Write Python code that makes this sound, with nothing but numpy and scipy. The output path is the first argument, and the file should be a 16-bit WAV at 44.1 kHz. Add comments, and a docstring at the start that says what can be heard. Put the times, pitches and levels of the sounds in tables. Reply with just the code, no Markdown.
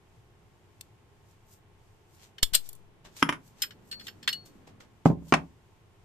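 """In a small workshop with a low steady hum, gloved hands strip a pistol slide close to two microphones.
The recoil spring snaps out and its rod is dropped on a chipboard bench; the barrel scrapes and clinks out of
the slide, and the slide is laid down with heavy knocks. Gloves rub on the steel and a sleeve rustles.
Blows are chattering noise bursts plus damped modes, each with a room echo; rubbing, scrape, rattle, rustle
and hum are coloured noise, the hum with a few wavering tones."""
import sys
import numpy as np
from scipy import signal
from scipy.fft import rfft, irfft, next_fast_len
from scipy.io import wavfile
from scipy.ndimage import uniform_filter1d, map_coordinates

SR = 44100
rng = np.random.default_rng(int(sys.argv[2]) if len(sys.argv) > 2 else 0)


def int16_out(signal):
    """Quantize to a 16-bit WAV file."""
    q = np.round(np.clip(np.atleast_2d(signal).T, -1, 1) * 32767)
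    wavfile.write(sys.argv[1], SR, q.astype(np.int16))


N = 266522
AGE = np.arange(SR // 2) / SR  # time since a blow, s
TIME = np.arange(N) / SR

# The spring slips and snaps against the slide. Each row: start in seconds, level in dB, chatter t60 in seconds,
# brightness in dB per octave, spring ring in dB re the contact, left over right in dB.
SPRING_SNAPS = [(0.810, -43.5, 0.014, 1, -16, 3), (2.4287, -18, 0.031, 0, -8, -5),
                (2.5351, -29.5, .04, -1, -8, 7.5), (2.544, -20.5, .09, 0, -10, -2),
                (2.549, -18, .04, 2.5, -28, 7.5)]
# The barrel knocks inside the slide. Each row: start in seconds, level in dB, brightness in dB per octave,
# rings of slide, barrel and rails in dB re the contact, rebound in dB re the knock.
BARREL_CLINKS = [(2.382, -44, -1, -18, -20, -14, -25), (3.6196, -21, 9.5, -4, -45, -23, -12),
                 (3.707, -48, -1, -12, -21, -16, -10), (3.913, -40.5, 6, -12, 6, -10, -2),
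                 (3.996, -50, 1, -8, 0.5, -14, -1), (4.068, -39.5, 3.5, -17, -24, -16, -1),
                 (4.228, -49, 1, -2, -8, -22, -5), (4.276, -21.5, -.5, -30, -7, -25, -8),
                 (4.328, -34.5, 6, -17, -1, 3.5, -18)]
# The slide lands on the bench. Each row: start in seconds, level in dB, brightness in dB per octave,
# loss a bounce in dB.
SLIDE_DROPS = [(5.057, -10.5, -6.5, 10.5), (5.222, -46, -13, 8.5), (5.324, -13, -.5, 30),
               (5.339, -16, 3, 32)]
# A glove grabs or lets go abruptly; at 5.059 loose steel rattles in the slide as it lands.
# Each row: loudest moment in seconds, level in dB, brightness in dB per octave.
GRIPS_AND_RATTLE = [(3.05, -47, -4), (3.168, -43.5, 1), (4.458, -52, 3), (4.673, -52, -4.5),
                    (4.805, -49, -4), (5.059, -40.5, -2.5)]
# A glove slides along the steel; at 3.607 the barrel scrapes just before its hard knock.
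# Each row: loudest moment in seconds, level in dB, brightness in dB per octave.
STROKES_AND_SCRAPE = [(1.31, -66, 4), (1.53, -55.5, 6.5), (2.15, -62, 5.5), (2.235, -53, -0.5),
                      (2.665, -54.5, 2.5), (3.205, -48, 0), (3.478, -60, 5), (3.607, -57, -1),
                      (3.889, -62, 7), (4.06, -56, 2), (5.297, -55, 4)]

# Ringing modes of each part. Each row: frequency in Hz, typical strength in dB, t60 in seconds.
SPRING_MODES = [(3010, -6, .08), (3400, 1.5, 0.1), (3500, -0.5, .09), (4390, 4, 0.073), (5340, -3, .06),
                (5380, -1, 0.04), (7060, 1, 0.066), (7600, -5.5, 0.1), (8450, -7, .07),
                (10000, -12.5, 0.066), (10590, -8, 0.098), (12250, -9, .085), (13360, -4.5, 0.066)]
SLIDE_MODES = [(3180, -4, 0.072), (3760, -18, 0.02), (4430, 0, 0.096), (5130, 5, 0.075), (5200, -6, 0.07),
               (5620, -3.5, 0.067), (7240, -4, 0.086), (6850, -15, 0.091), (8410, -9, 0.065),
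               (9130, -15, .07), (11400, -18, 0.079), (13360, -6, 0.12), (13600, -8, 0.087)]
BARREL_MODES = [(4363, -5, 0.25), (4340, -11, 0.14), (5140, -19, 0.044), (8700, -20, 0.09)]
RAIL_MODES = [(2930, 0, 0.093), (5020, -10, .04), (13650, -18, 0.073)]
ROD_MODES = [(5150, -6.5, 0.09), (10550, -3.5, 0.13)]
BOARD_MODES = [(69.45, -22, 0.5), (153.5, -4, 0.13), (167.9, 8, .13), (202, -6.5, 0.023),
               (271.8, -12, 0.33), (317.5, -12.5, .19), (423.7, -17, 0.22), (579, -7.5, 0.1),
               (739, -13, 0.038), (904, -16.5, .11), (1007, -16.5, 0.095), (1045, -19.5, 0.16)]

# Colours of the contacts and noises. Each row: frequency in Hz, relative density in dB per Hz.
SNAP_COLOUR = [(200, -16), (900, -18.5), (1700, -10), (2300, -10), (3300, -1), (4500, -0.5), (6200, -10),
               (7400, -2.5), (8600, -5.5), (9800, -13), (10700, -10), (12000, -13), (13500, -5.5),
               (15000, -22)]
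CLINK_COLOUR = [(200, -23.5), (700, -26), (1050, -13.5), (1700, 0.5), (2400, -5), (3100, 1), (3550, 0),
                (3850, -2.5), (4700, -10), (6200, -16), (7300, -14.5), (8800, -20.5), (9700, -30.5),
                (11500, -26), (12700, -31), (13800, -23.5)]
ROD_KNOCK_COLOUR = [(50, -22), (150, -3), (280, 4), (380, -6.5), (500, -15), (780, -12.5), (1000, -1.5),
                    (1300, -2), (1800, -6), (3200, -8.5), (4100, -28.5), (5300, -20), (8500, -32),
                    (14000, -39.5)]
SLIDE_KNOCK_COLOUR = [(40, -26.5), (100, -6.5), (170, 7.5), (280, 3), (450, -1.5), (900, 3), (1500, -7),
                      (2400, -8), (3700, -21.5), (6800, -28), (10000, -44), (14000, -53)]
RUB_COLOUR = [(200, -8), (1000, -1.5), (3000, 1), (7500, 1.5), (10000, -10), (13500, -4), (15000, -10.5)]
SLEEVE_COLOUR = [(50, -19), (110, -15.5), (165, -1), (300, -4), (600, -16.5), (1200, -21.5), (3000, -31),
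                 (8000, -52)]
HUM_COLOUR = [(12, -31.5), (20, 2), (33, -13.5), (66, -8.5), (105, -1), (143, -9), (263, -18), (409, -14),
              (540, -22), (865, -19.5), (1170, -25), (3090, -30), (4200, -37), (13400, -46.5),
              (15000, -52.5)]

# Wavering tones in the hum. Each row: frequency in Hz, level in dB.
HUM_LINES = [(97, -74.5), (350, -80), (409, -79), (888, -83.5), (1077, -82.5)]
# Likeness of diffuse sound at the two microphones. Each row: frequency in Hz, correlation from 0 to 1.
ALIKE = [(60, 0.65), (130, 1), (290, 0.47), (630, 0.59), (1390, 0.09), (6700, 0.01)]
# Decay of the workshop's echo. Each row: frequency in Hz, t60 in seconds.
ROOM = [(100, 0.34), (400, 0.24), (1500, 0.15), (6000, 0.12), (14000, 0.16)]

SHRINK = .53  # every bounce flies this share of the one before
TIP_LEAD_S, TIP_DB = .003, -20  # an edge touches just ahead of each blow of spring and rod; dB re that blow
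COIL_S, COIL_DB, COIL_FLIGHT_S, COIL_LOSS_DB = 2.6896, -40, .04, 8  # start, level, first flight, loss a bounce
CLINK_T60_S, REBOUND_T60_S = .04, .065  # chatter after a knock and after its rebound
REBOUND_S, REBOUND_TILT = .012, -2.5  # crossing to the opposite wall; brightness there, dB per octave
ROD_S, ROD_DB, ROD_FLIGHT_S, ROD_LOSS_DB = 3.2273, -14.3, .0644, 6.3  # start, level, first flight, loss a bounce
ROD_SETTLING_DB = 2  # extra loss, times k * (k - 1) at bounce k
ROD_CHATTER_S, ROD_CHATTER_GROWS = 0.027, 2  # t60 of the first contact; factor for each later one
SLIDE_FLIGHT_S, SLIDE_DULLING = .044, 3.5  # first flight; brightness lost a bounce, dB per octave
BOARD_DB, BOARD_PER_DB = -7, -.6  # ring of the board; duller blows ring it more (dB per dB per octave)
GRIP_RISE_S, GRIP_FADE_S = .0025, 0.13  # time constant of the rise, t60 of the fade
STROKE_RISE_S, STROKE_FADE_S = .033, 0.16  # likewise
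FIDGET_DB, FIDGET_SWING_DB = -79, 3.5  # faint rubbing of the fingers all along
ARM_FROM_S, ARM_TO_S, ARM_DB = 3.95, 4.7, -58.5  # the sleeve rustles while the arm draws out the barrel
ARM_RISE_DB_PER_S, ARM_FALL_DB_PER_S = 13, 36
TOP_HZ = 14250  # upper band limit


def spring():
    """The compressed spring slips off its seat and rattles along the slide; its slack end ticks to rest."""
    out = np.zeros((2, N))
    for s, db, t60, tilt, ring_db, pan_db in SPRING_SNAPS:
        edge = contact(SNAP_COLOUR, t60=.016, tilt=-2.5, crack_db=-17.5, rise=.0008)
        add(out, s - TIP_LEAD_S, amp(db + TIP_DB) * edge, room_db=-21.5)
        snap = contact(SNAP_COLOUR, t60, tilt, crack_db=-18.0, rise=.0008)
        snap += amp(ring_db) * ring(SPRING_MODES, spread=4.4)
        add(out, s, amp(db) * snap, room_db=-21.5, pan_db=pan_db)
    for _, s, db in bounces(COIL_S, COIL_DB, COIL_FLIGHT_S, COIL_LOSS_DB, count=4):
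        tick = contact(SNAP_COLOUR, t60=0.018, tilt=11.5, crack_db=-15.0, rise=.0008)
        tick += amp(-17) * ring(SPRING_MODES, spread=3.0)
        add(out, s, amp(db) * tick, room_db=-17, pan_db=0.5)
    return out


def barrel():
    """The barrel strikes one wall and rebounds on the other; barrel, slide and its thin rails ring."""
    out = np.zeros((2, N))
    for s, db, tilt, slide_db, barrel_db, rail_db, rebound_db in BARREL_CLINKS:
        clink = contact(CLINK_COLOUR, CLINK_T60_S, tilt, crack_db=-19.0, rise=0.0011)
        for modes, ring_db in (SLIDE_MODES, slide_db), (BARREL_MODES, barrel_db), (RAIL_MODES, rail_db):
            clink += amp(ring_db) * ring(modes, spread=0.87)
        add(out, s, amp(db) * clink, room_db=-19.5, pan_db=2.5)
        rebound = contact(CLINK_COLOUR, REBOUND_T60_S, REBOUND_TILT, crack_db=-22.5, rise=0.00092)
        for modes, ring_db in (SLIDE_MODES, -4), (RAIL_MODES, -14):
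            rebound += amp(ring_db) * ring(modes, spread=1.0)
        add(out, s + REBOUND_S, amp(db + rebound_db) * rebound, room_db=-18, pan_db=-3.5)
    return out


def bench():
    """The light rod bounces on the board; the heavy slide lands on one end, rocks, then falls flat."""
    out = np.zeros((2, N))
    for k, s, db in bounces(ROD_S, ROD_DB, ROD_FLIGHT_S, ROD_LOSS_DB, count=3):
        db = db - ROD_SETTLING_DB * k * (k - 1)
        tip = contact(ROD_KNOCK_COLOUR, t60=0.018, tilt=-1, crack_db=-1.5, rise=.0003)
        add(out, s - TIP_LEAD_S, amp(db + TIP_DB) * tip, room_db=-14.5)
        chatter_s = ROD_CHATTER_S * ROD_CHATTER_GROWS ** k
        knock = contact(ROD_KNOCK_COLOUR, chatter_s, tilt=-.6, crack_db=-2, rise=0.00015)
        knock += amp(-18) * ring(BOARD_MODES, spread=.8)
        knock += amp(-27) * ring(ROD_MODES, spread=.9)
        add(out, s, amp(db) * knock, room_db=-14.5)
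    for start, first_db, tilt, loss_db in SLIDE_DROPS:
        for k, s, db in bounces(start, first_db, SLIDE_FLIGHT_S, loss_db, count=3):
            bright = tilt - SLIDE_DULLING * k
            knock = contact(SLIDE_KNOCK_COLOUR, t60=0.059, tilt=bright, crack_db=-4, rise=0.00017)
            knock += amp(BOARD_DB + BOARD_PER_DB * bright) * ring(BOARD_MODES, spread=.8)
            add(out, s, amp(db) * knock, room_db=-14.5)
    return out


def thump():
    """A deep push and, a tenth of a second later, its softer return in the left microphone only."""
    def push(s, rise, life):
        """A pressure pulse with exponential rise and decay, time constants in seconds."""
        age = np.maximum(TIME - s, 0)
        return (1 - np.exp(-age / rise)) * np.exp(-age / life)
    first_push = -amp(-17) * push(2.4295, rise=.0002, life=.021)
    softer_return = amp(-27) * push(2.526, rise=.002, life=.1)
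    return np.array([first_push + softer_return, np.zeros(N)])


def rubbing():
    """Gloves grip or slide along the steel, fingers never quite still; one barrel scrape, one steel rattle."""
    fidget = map_coordinates(rng.standard_normal(64), [TIME * 7], mode="mirror")  # 7 chance levels a second
    faint_rub = unit(coloured(diffuse(N), RUB_COLOUR, tilt=1.9))
    out = amp(FIDGET_DB + FIDGET_SWING_DB * fidget) * faint_rub
    abrupt = GRIPS_AND_RATTLE, GRIP_RISE_S, GRIP_FADE_S
    sliding = STROKES_AND_SCRAPE, STROKE_RISE_S, STROKE_FADE_S
    for moves, rise, t60 in abrupt, sliding:
        for s, db, tilt in moves:
            add(out, s - AGE.mean(), amp(db) * grains(rise, t60, tilt), room_db=-8)
    return out


def sleeve():
    """A low rustle of cloth swells, holds and fades with one movement of the arm."""
    rise_db = ARM_RISE_DB_PER_S * np.maximum(ARM_FROM_S - TIME, 0)
    fall_db = ARM_FALL_DB_PER_S * np.maximum(TIME - ARM_TO_S, 0)
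    return amp(ARM_DB - rise_db - fall_db) * unit(coloured(diffuse(N), SLEEVE_COLOUR))


def hum():
    """A fan's steady rush with a few tones of wavering phase."""
    out = amp(-60.0) * unit(coloured(diffuse(N), HUM_COLOUR))
    for hz, db in HUM_LINES:
        drift = map_coordinates(rng.standard_normal(64), [TIME * 6], mode="mirror")
        out += amp(db) * np.sqrt(2) * np.sin(2 * np.pi * hz * TIME + 0.58 * drift)
    return out


def contact(spectrum, t60, tilt, crack_db, rise):
    """One sharp impact and the dense chatter that follows it; each contact has its own resonances."""
    chatter = diffuse(len(AGE)) * amp(-60 * AGE / t60) * (1 - np.exp(-AGE / rise))
    highpass = signal.butter(1, 350, "high", fs=SR)
    force = blow(signal.lfilter(*highpass, chatter))
    force[:, 0] += amp(crack_db) * np.linalg.norm(force[0])  # the bass comes from the impact itself
    return blow(coloured(force, spectrum, tilt, ripple_db=3.8))


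def ring(modes, spread):
    """Damped modes at new strengths; spread is the phase scatter between the microphones, in radians."""
    hz, db, t60 = np.transpose(modes)[:, :, None]
    strength_db = 2 * rng.standard_normal(hz.shape)
    phase = spread * np.minimum(hz / 1200, 1) ** 2 * rng.standard_normal((2, *hz.shape))
    sign = (-1) ** np.arange(len(modes))[:, None]  # neighbouring modes swing in opposite directions
    decay = amp(db + strength_db - 60 * AGE / t60)
    waves = sign * decay * np.sin(2 * np.pi * hz * AGE + phase)
    return blow(waves.sum(axis=1) * (1 - np.exp(-AGE / .0007)))


def grains(rise, t60, tilt):
    """Noise in tiny grains, as of surfaces slipping, loudest in the middle of its span."""
    since = AGE - AGE.mean()
    slips = amp(3 * unit(uniform_filter1d(rng.standard_normal(len(AGE)), size=60)))  # rms swing 3 dB
    stroke = np.exp(np.minimum(since, 0) / rise) * amp(-60 * np.maximum(since, 0) / t60)
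    return stroke * unit(coloured(slips * diffuse(len(AGE)), RUB_COLOUR, tilt))


def bounces(s, db, flight, loss_db, count):
    """(number, time, level) of contacts that come ever faster and softer."""
    return [(k, s + flight * np.sum(SHRINK ** np.arange(k)), db - loss_db * k) for k in range(count)]


def add(track, s, sound, room_db, pan_db=0):
    """Place a sound at time s together with the room's answer, a diffuse tail that dies by frequency."""
    hz, t, z = signal.stft(diffuse(len(AGE)), SR, nperseg=256)
    decay = amp(-60 * t / along(ROOM, hz)[:, None])
    tail = signal.istft(z * decay, SR, nperseg=256)[1]
    tail *= 1 - np.exp(-np.arange(tail.shape[1]) / SR / 0.016)  # reflections build up
    echo = signal.fftconvolve(sound, tail / np.linalg.norm(tail[0]), axes=1)[:, :len(AGE)]
    pan = amp([[pan_db / 2], [-pan_db / 2]])
    slot = track[:, round(s * SR):][:, :len(AGE)]
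    slot += ((sound + amp(room_db) * echo) * pan)[:, :slot.shape[1]]


def diffuse(size):
    """White stereo noise, alike in the bass and unrelated in the treble, as at two spaced microphones."""
    likeness = along(ALIKE, np.fft.rfftfreq(size, 1 / SR))
    turn = np.arccos(np.clip(likeness, -1, 1)) / 2
    mid, side = irfft(rfft(rng.standard_normal((2, size))) * [np.cos(turn), np.sin(turn)], size)
    return np.array([mid + side, mid - side])


def coloured(x, spectrum, tilt=0, ripple_db=0):
    """Causal filter: a spectrum, a tilt in dB per octave above 200 Hz, chance resonances in the treble."""
    size = next_fast_len(x.shape[-1] + 8192)
    hz = np.fft.rfftfreq(size, 1 / SR)
    gain_db = along(spectrum, hz) + tilt * np.log2(np.maximum(hz, 200))
    peaks = map_coordinates(rng.standard_normal(160), [hz / 140], mode="mirror")  # one every 140 Hz
    gain_db += ripple_db * peaks * hz / (hz + 1500)
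    # folding the cepstrum makes the filter minimum-phase
    cepstrum = irfft(np.log(amp(gain_db)), size)
    cepstrum[1:size // 2] *= 2
    cepstrum[size // 2 + 1:] = 0
    return irfft(rfft(x, size) * np.exp(rfft(cepstrum)), size)[..., :x.shape[-1]]


def along(points, hz):
    """Interpolate (Hz, value) points on a log frequency axis."""
    f, v = np.transpose(points)
    return np.interp(np.log(hz + 1), np.log(f), v)


def blow(x):
    """Scale to the energy of 10 ms at rms 1."""
    return unit(x) * np.sqrt(.01 * SR / x.shape[-1])


def unit(x):
    """Scale to rms 1."""
    return x / np.sqrt(np.mean(x ** 2) + 1e-20)


def amp(db):
    """Decibels to gain."""
    return 10 ** (np.asarray(db) / 20)


def scene():
    """All sources together, from the main one to the background."""
    return spring() + barrel() + bench() + thump() + rubbing() + sleeve() + hum()


def record(dry):
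    """Two treble bands peak in the left microphone port and dip in the right; a steep cut ends the band."""
    size = next_fast_len(N + 8192)
    hz = np.fft.rfftfreq(size, 1 / SR)

    def port(centre_hz, width_hz, db):
        """A bell-shaped peak or dip in dB."""
        return db * np.exp(-((hz - centre_hz) / width_hz) ** 2)

    left_db = port(8600, 500, db=5) + port(13600, 600, db=0.5)
    right_db = port(8700, 700, db=-5) + port(13400, 900, db=-3)
    cut = 1 / np.sqrt(1 + (hz / TOP_HZ) ** 140)
    return irfft(rfft(dry, size) * amp([left_db, right_db]) * cut, size)[:, :N]


dry = scene()
out = record(dry)
int16_out(out)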